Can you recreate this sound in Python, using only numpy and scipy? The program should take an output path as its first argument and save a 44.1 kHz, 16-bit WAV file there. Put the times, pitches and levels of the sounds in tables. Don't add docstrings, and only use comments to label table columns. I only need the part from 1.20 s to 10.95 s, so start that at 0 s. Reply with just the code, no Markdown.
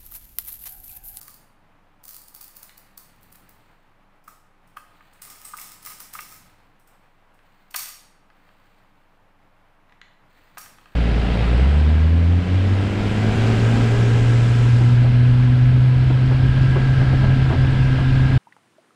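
import sys
import numpy as np
from scipy import signal
from scipy.fft import rfft, irfft
from scipy.io import wavfile
from scipy.ndimage import uniform_filter1d

SR = 44100
rng = np.random.default_rng(int(sys.argv[2]) if len(sys.argv) > 2 else 0)


def dump_mix(stems):
    frames = np.atleast_2d(stems).T
    limited = np.clip(frames, -1, 1)
    pcm = np.round(limited * 32767).astype(np.int16)
    wavfile.write(sys.argv[1], SR, pcm)


N = 429975
LEAD_S = .003


def amp(db):
    return 10 ** (np.asarray(db) / 20)


def unit_rms(x):
    return x / np.sqrt(np.mean(x ** 2) + 1e-20)


def at_level(x, db, size=176):
    return x * amp(db) / np.sqrt(uniform_filter1d(x ** 2, size, mode="constant").max() + 1e-20)


def log_interp(points, hz):
    f, value = np.transpose(points)
    return np.interp(np.log(hz + 1), np.log(f), value)


def bandpass(x, low_hz, high_hz):
    return signal.sosfilt(signal.butter(2, [low_hz, high_hz], "band", fs=SR, output="sos"), x)


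def add(mix, s, sound):
    part = mix[max(round(s * SR), 0):][:len(sound)]
    part += sound[:len(part)]


def drift(max_hz, size=8192):
    passband = np.fft.rfftfreq(size, N / SR / size) < max_hz
    slow = irfft(rfft(rng.standard_normal(size)) * passband)
    return np.interp(np.arange(N), np.linspace(0, N, size), unit_rms(slow))


def envelope(length_s, attack_s, release_s):
    t = np.arange(0, length_s + release_s, 1 / SR)
    return np.clip(np.minimum(t / attack_s, (length_s + release_s - t) / release_s), 0, 1)


def body(colour, peaks=(), size=4096):
    hz = abs(np.fft.fftfreq(size, 1 / SR))
    lift = 1 + sum(amp(db) / (1 + (2 * (hz - f) / width) ** 2) for f, width, db in peaks)
    log_gain = np.log(amp(log_interp(colour, hz)) * lift)
    response = np.fft.ifft(np.exp(np.conj(signal.hilbert(log_gain)))).real[:size // 2]
    return response / np.linalg.norm(response)


def ring(modes, size=4096):
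    t = np.arange(size) / SR
    grip_detune = 1 + .012 * rng.standard_normal(len(modes))
    return sum((-1) ** k * amp(db) * 10 ** (-3 * t / t60) * np.sin(2 * np.pi * hz * grip_detune[k] * t)
               for k, (hz, db, t60) in enumerate(modes))


def flurry(decay_ms, spike_db=3, size=2048):
    age = np.maximum(np.arange(size) / SR - LEAD_S, 0) / (max(decay_ms, .4) / 1000)
    contacts, heights = rng.standard_normal((2, size))
    spiky = contacts * amp(spike_db * np.clip(heights, -2, 2))
    spectrum = rfft(spiky * (1 - np.exp(-1.3 * age)) * np.exp(-age))
    return irfft(spectrum / np.sqrt(abs(spectrum) + 1e-12), size)


def crack(decay_ms, db, low_hz=800, high_hz=3600):
    return at_level(bandpass(flurry(decay_ms), low_hz, high_hz), db)


def strike(s, db, max_touch_s=.006, max_rebound_s=.016):
    before, after = rng.uniform(.4, 1, 2)
    return [(s - max_touch_s * before, db - 10.5), (s, db), (s + max_rebound_s * after, db - 13)]


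def ticks(strikes, response, flurry_ms):
    out = np.zeros(N)
    for row in strikes:
        for s, db in strike(*row):
            graze = 1 + .02 * np.clip(-36 - db, 0, 20)
            tick = signal.fftconvolve(flurry(flurry_ms * graze), response)
            add(out, s - LEAD_S, at_level(tick, db))
    return out


def tumble(bouts, response, rate_hz, spread_db, sag_db_per_s=21.5, voices=8):
    out = np.zeros(N)
    for s, length_s, db in bouts:
        shape = envelope(length_s, attack_s=.004, release_s=.02)
        n = len(shape)
        sizes = amp(spread_db * np.minimum(rng.exponential(1, SR)[:n], 3))
        grains = np.zeros(n)
        for _ in range(voices):
            hits = rng.random(SR)[:n] < rate_hz / voices / SR
            grains += signal.fftconvolve(sizes * hits, flurry(.94))[:n]
        sag = amp(db - sag_db_per_s * np.arange(n) / SR)
        add(out, s, signal.fftconvolve(unit_rms(grains) * shape * sag, response))
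    return out


def landing(s, db, settle_s, response, flurry_ms, settle_db, hop_s=.031, hop_ratio=.9, loss_db=7.5):
    hop = np.arange(3)
    times = s + hop_s * (np.cumsum(hop_ratio ** hop) - 1) / hop_ratio
    hops = ticks(zip(times, db - loss_db * hop), response, flurry_ms)
    return hops + tumble([(s, settle_s, db + settle_db)], response, rate_hz=300, spread_db=4.5)


def blows(hits, modes, crack_db):
    out = np.zeros(N)
    for s, db, tilt in hits:
        tilted = [(hz, gain + tilt * np.log2(hz / modes[0][0]), t60) for hz, gain, t60 in modes]
        add(out, s, at_level(ring(tilted), db))
        add(out, s - LEAD_S, crack(1.5, db + crack_db))
    return out


# (frequency [Hz], t60 [s])
ROOM_T60 = [(300, 0.7), (1200, 0.59), (3000, .68), (6000, 0.56), (10000, 0.51), (15000, 0.32)]


def reflections(build_s=.0044):
    taps = rng.choice([-1., 1.], SR) * (rng.random(SR) < .25)
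    hz, t, bands = signal.stft(taps, SR, nperseg=256)
    decay = amp(-60 * t / log_interp(ROOM_T60, hz)[:, None])
    tail = signal.istft(bands * decay, SR, nperseg=256)[1]
    tail *= 1 - np.exp(-(np.arange(len(tail)) / SR / build_s) ** 2)
    return tail / np.linalg.norm(tail)


def room(x, patterns=3, crossfade_hz=6):
    phase = 2 * np.pi * crossfade_hz * np.arange(N) / SR
    shares = [np.cos(phase + np.pi * k / patterns) * np.sqrt(2 / patterns) for k in range(patterns)]
    return sum(signal.fftconvolve(x * share, reflections())[:N] for share in shares)


# (frequency [Hz], relative density [dB])
AIR_COLOUR = [(35, -20.5), (72, -13.5), (90, -4), (167, -5.5), (192, -3), (226, -12), (298, -6.5),
              (343, -13.5), (464, -11.5), (850, -7.5), (1150, -9.5), (2410, -18), (5840, -35.5),
              (8470, -38.5), (15500, -40)]
# (frequency [Hz], level [dB])
FAN_LINES = [(18.4, -59), (57, -83.5), (92, -78.5), (200, -78), (293, -80)]


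def fan(air_db=-61, waver_rad=.57):
    t = np.arange(N) / SR
    colour = amp(log_interp(AIR_COLOUR, np.fft.rfftfreq(N, 1 / SR)))
    rush = unit_rms(irfft(rfft(rng.standard_normal(N)) * colour, N))
    hum = sum(amp(db) * np.sqrt(2) * np.sin(2 * np.pi * hz * t + waver_rad * drift(4))
              for hz, db in FAN_LINES)
    return rush * amp(air_db + .75 * drift(7.4)) + hum


# (time [s], level [dB])
ARM_PASSES = [(0.05, -65.5), (2.1, -62.5), (4.4, -69), (5.1, -62.5), (9.55, -64.5)]


def arm(fade_s=.42):
    t = np.arange(N) / SR
    rumble = unit_rms(bandpass(rng.standard_normal(N), low_hz=50, high_hz=220))
    return rumble * sum(amp(db) * np.exp(-((t - s) / fade_s) ** 2) for s, db in ARM_PASSES)


# (start [s], length [s], relative level [dB])
STROKES = [(1.094, 1.35, -62), (3.654, 1.63, -59.5), (5.6, 0.22, -69.5), (6.149, .35, -65.5),
           (7.097, 0.24, -63), (7.4, 0.39, -70), (9.05, .8, -58.5)]
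# (frequency [Hz], gain [dB])
RUB_COLOUR = [(300, -6), (900, -1.5), (1700, 2.5), (3400, -6.5), (4400, -6.5), (5500, -21), (8400, -15),
              (10500, -27.5), (15000, -13)]


def fingers(uneven_db=3, gain_db=-4):
    slips = unit_rms(rng.standard_normal(N) * amp(uneven_db * drift(70)))
    pressure = np.zeros(N)
    for s, length_s, db in STROKES:
        add(pressure, s, amp(db + gain_db) * envelope(length_s, attack_s=.11, release_s=.29))
    return signal.oaconvolve(slips * pressure, body(RUB_COLOUR))[:N]


# (time [s], level [dB], tilt [dB/octave])
SNAPS = [(1.494, -47.5, 11), (8.695, -59.5, 3), (8.723, -51.5, -1), (8.8152, -42, 7)]
# (frequency [Hz], gain [dB], t60 [s])
SNAP_MODES = [(1650, 7, 0.015), (1960, 5.5, 0.037), (2220, 13, 0.0037), (3000, -1.5, 0.012),
              (3580, -2.5, 0.013), (4150, -1, 0.0071), (5930, -15, 0.0045), (7200, -18.5, 0.0076)]


def snaps():
    return blows(SNAPS, SNAP_MODES, crack_db=-9)


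# (time [s], level [dB], tilt [dB/octave])
BUMPS = [(3.571, -41, -4), (6.19, -59, -2.5), (6.543, -31.5, 6.5), (6.547, -30, -7), (7.101, -54.5, -5.5),
         (7.29, -55.5, -5), (9.372, -35.5, -10.5), (9.379, -42, -9), (9.460, -46, -5), (9.584, -50.5, -7.5),
         (9.657, -49.5, -6)]
# (frequency [Hz], gain [dB], t60 [s])
BUMP_MODES = [(757, -7.5, 0.014), (1110, -1.5, 0.014), (1248, -4.5, 0.087), (1580, 7.5, 0.013),
              (1670, 5, 0.022), (1925, -0.5, .02), (2624, 3.5, 0.017), (3160, 0, .02), (3490, -14.5, .025),
              (4300, -4, 0.018)]


def bumps():
    return blows(BUMPS, BUMP_MODES, crack_db=-9.5)


# (time [s], relative level [dB], hardness [dB])
CRAB_KNOCKS = [(0.08, -44, -8), (3.078, -35, -15), (3.569, -29.5, -14), (3.807, -42, -12),
               (4.077, -42, -16), (4.251, -44.5, -24), (4.336, -27, -32), (4.386, -35.5, 4),
               (4.67, -35, -5), (4.716, -38.5, 4), (4.802, -41, -19), (4.951, -27.5, -14.5),
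               (4.989, -25, -4)]
# (frequency [Hz], gain [dB], t60 [s])
CRAB_MODES = [(1110, 1, 0.027), (1242, 2, 0.052), (800, -22, 0.019), (1470, -4, 0.018), (1920, -1, 0.011),
              (2220, 1, 0.026), (2684, -8, 0.059)]


def crab_knocks(soft_db=-17.5, soft_edge_hz=1435, edge_hz_per_db=49):
    out = np.zeros(N)
    air = list(CRAB_MODES[:2])
    for knock_s, knock_db, hard_db in CRAB_KNOCKS:
        shell = [(hz, db + hard_db + 4, t60) for hz, db, t60 in CRAB_MODES[2:]]
        add(out, knock_s, at_level(ring(air + shell), knock_db - 7))
        edge_hz = soft_edge_hz + edge_hz_per_db * max(hard_db - soft_db, 0)
        for s, db in strike(knock_s, knock_db - 10):
            add(out, s - LEAD_S, crack(3, db, low_hz=997, high_hz=edge_hz))
    return out


# (frequency [Hz], gain [dB])
BOTTLE_COLOUR = [(300, -45), (1400, 2), (3500, -7), (5800, -1), (8800, 0.5), (10500, -1.5), (14500, 2)]
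# (frequency [Hz], width [Hz], gain [dB])
BOTTLE_PEAKS = [(4500, 200, 0), (5600, 120, 4)]


def candies_in_truck():
    bottle = body(BOTTLE_COLOUR, BOTTLE_PEAKS)
    return landing(s=9.38, db=-35.5, settle_s=.08, response=bottle, flurry_ms=4.5, settle_db=-20.5)


# (frequency [Hz], gain [dB])
BELLY_COLOUR = [(300, -35), (1200, -10), (2500, -8.5), (3400, -9.5), (5000, -7), (7500, -5.5), (9000, -3),
                (10200, -7.5), (12500, -2.5), (14700, 0.5), (16000, -4)]
# (frequency [Hz], width [Hz], gain [dB])
BELLY_PEAKS = [(1200, 90, 3), (4500, 170, 5), (5600, 90, 8), (6450, 160, 0), (8720, 200, -3)]
# (time [s], level [dB])
BELLY_TICKS = [(6.509, -47.5), (6.5436, -33.5)]


def candies_in_crab():
    belly = body(BELLY_COLOUR, BELLY_PEAKS)
    jogs = ticks(BELLY_TICKS, belly, flurry_ms=1.9)
    load = landing(s=6.5605, db=-21.5, settle_s=.15, response=belly, flurry_ms=2.7, settle_db=-18.5)
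    return jogs + load


# (frequency [Hz], gain [dB])
NECK_COLOUR = [(300, -21.5), (1200, -6.5), (2200, -9), (3400, -11), (5200, -6.5), (6800, -6.5),
               (9000, -3.5), (11200, -5.5), (12500, -2.5), (13600, -5), (15200, 2)]
# (frequency [Hz], width [Hz], gain [dB])
NECK_PEAKS = [(1248, 57, 10), (5300, 430, -3.5), (2100, 180, -6)]
# (start [s], length [s], relative level [dB])
NECK_SPURTS = [(4.02, 0.35, -43), (4.36, 0.12, -41.5), (4.66, 0.16, -44.5), (4.925, .24, -43)]
# (time [s], level [dB], neck ring gain [dB])
NECK_TICKS = [(3.041, -58.5, -4), (3.079, -44, -8), (3.474, -60.5, 2), (3.569, -47.5, -4),
              (3.933, -55.5, 10), (4.019, -34.5, 6), (4.1, -40, 2), (4.251, -35, 14.5), (4.282, -42, 6),
              (4.374, -36, 10), (4.397, -34.5, -5), (4.414, -33, -12), (4.518, -38.5, -13),
              (4.6273, -41.5, -20), (4.650, -34.5, -13), (4.661, -31, -10), (4.701, -37.5, -11),
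              (4.802, -32.5, -22), (4.936, -31, -12), (5.006, -35, -13), (5.087, -46, -1),
              (5.597, -60.5, 7), (5.673, -55.5, 7), (6.142, -66, 9.5)]


def candies_through_neck(ring_hz=8280, ring_width_hz=520, clink_width_hz=300, clink_db=3, boost_db=5):
    peaks = list(NECK_PEAKS)
    hollow_hz, hollow_width_hz, _ = peaks[0]
    inside = body(NECK_COLOUR, peaks + [(hollow_hz, hollow_width_hz, boost_db)])
    out = amp(-4) * tumble(NECK_SPURTS, inside, rate_hz=220, spread_db=5.5)
    for s, db, ring_db in NECK_TICKS:
        neck_ring = (ring_hz, ring_width_hz, ring_db)
        clink = (rng.uniform(4550, 14800), clink_width_hz, clink_db)
        out += ticks([(s, db)], body(NECK_COLOUR, peaks + [neck_ring, clink]), flurry_ms=2.2)
    return out


# (frequency [Hz], gain [dB])
TUBE_COLOUR = [(300, -41), (1200, -14), (2000, -21.5), (3500, -18.5), (4500, -13.5), (7200, -11.5),
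               (9000, -9), (10500, -8.5), (13300, -4.5), (14700, -0.5), (16000, 1.5)]
# (frequency [Hz], width [Hz], gain [dB])
TUBE_PEAKS = [(1230, 90, 2), (4650, 550, -1.5), (9200, 450, -3)]
# (start [s], length [s], relative level [dB])
TUBE_SHAKES = [(0.015, 0.15, -50), (.885, 0.17, -45.5), (1.15, .27, -48.5), (1.95, .25, -63)]
# (time [s], level [dB])
TUBE_TICKS = [(0.0135, -32.5), (0.0802, -35), (0.1416, -40.5), (0.839, -39.5), (0.853, -36), (0.8807, -33),
              (0.8906, -33), (0.9651, -33.5), (1.0824, -38), (1.1483, -33), (1.2114, -32), (1.2423, -35.5),
              (1.3675, -33.5), (1.430, -32), (1.5783, -39), (1.7768, -31.5), (2.0303, -48), (2.125, -40.5),
              (2.156, -43.5), (2.292, -43)]


def candies_in_tube():
    tube = body(TUBE_COLOUR, TUBE_PEAKS)
    strikes = ticks(TUBE_TICKS, tube, flurry_ms=1.45)
    return strikes + amp(1) * tumble(TUBE_SHAKES, tube, rate_hz=140, spread_db=5)


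def scene():
    # (signal, room send [dB])
    sources = [(candies_in_tube(), -1.5), (candies_through_neck(), 2.5),
               (candies_in_crab(), -.5), (candies_in_truck(), 0),
               (crab_knocks(), -9.5), (bumps(), -6), (snaps(), -4), (fingers(), -4.5)]
    direct = sum(x for x, _ in sources)
    echoes = room(sum(x * amp(send_db) for x, send_db in sources))
    return (direct + echoes + fan() + arm())[None]


def record(dry):
    lowpass = signal.firwin(511, 15600, window=("kaiser", 9), fs=SR)
    return signal.oaconvolve(dry, lowpass[None], "same")


dry = scene()
out = record(dry)
dump_mix(out)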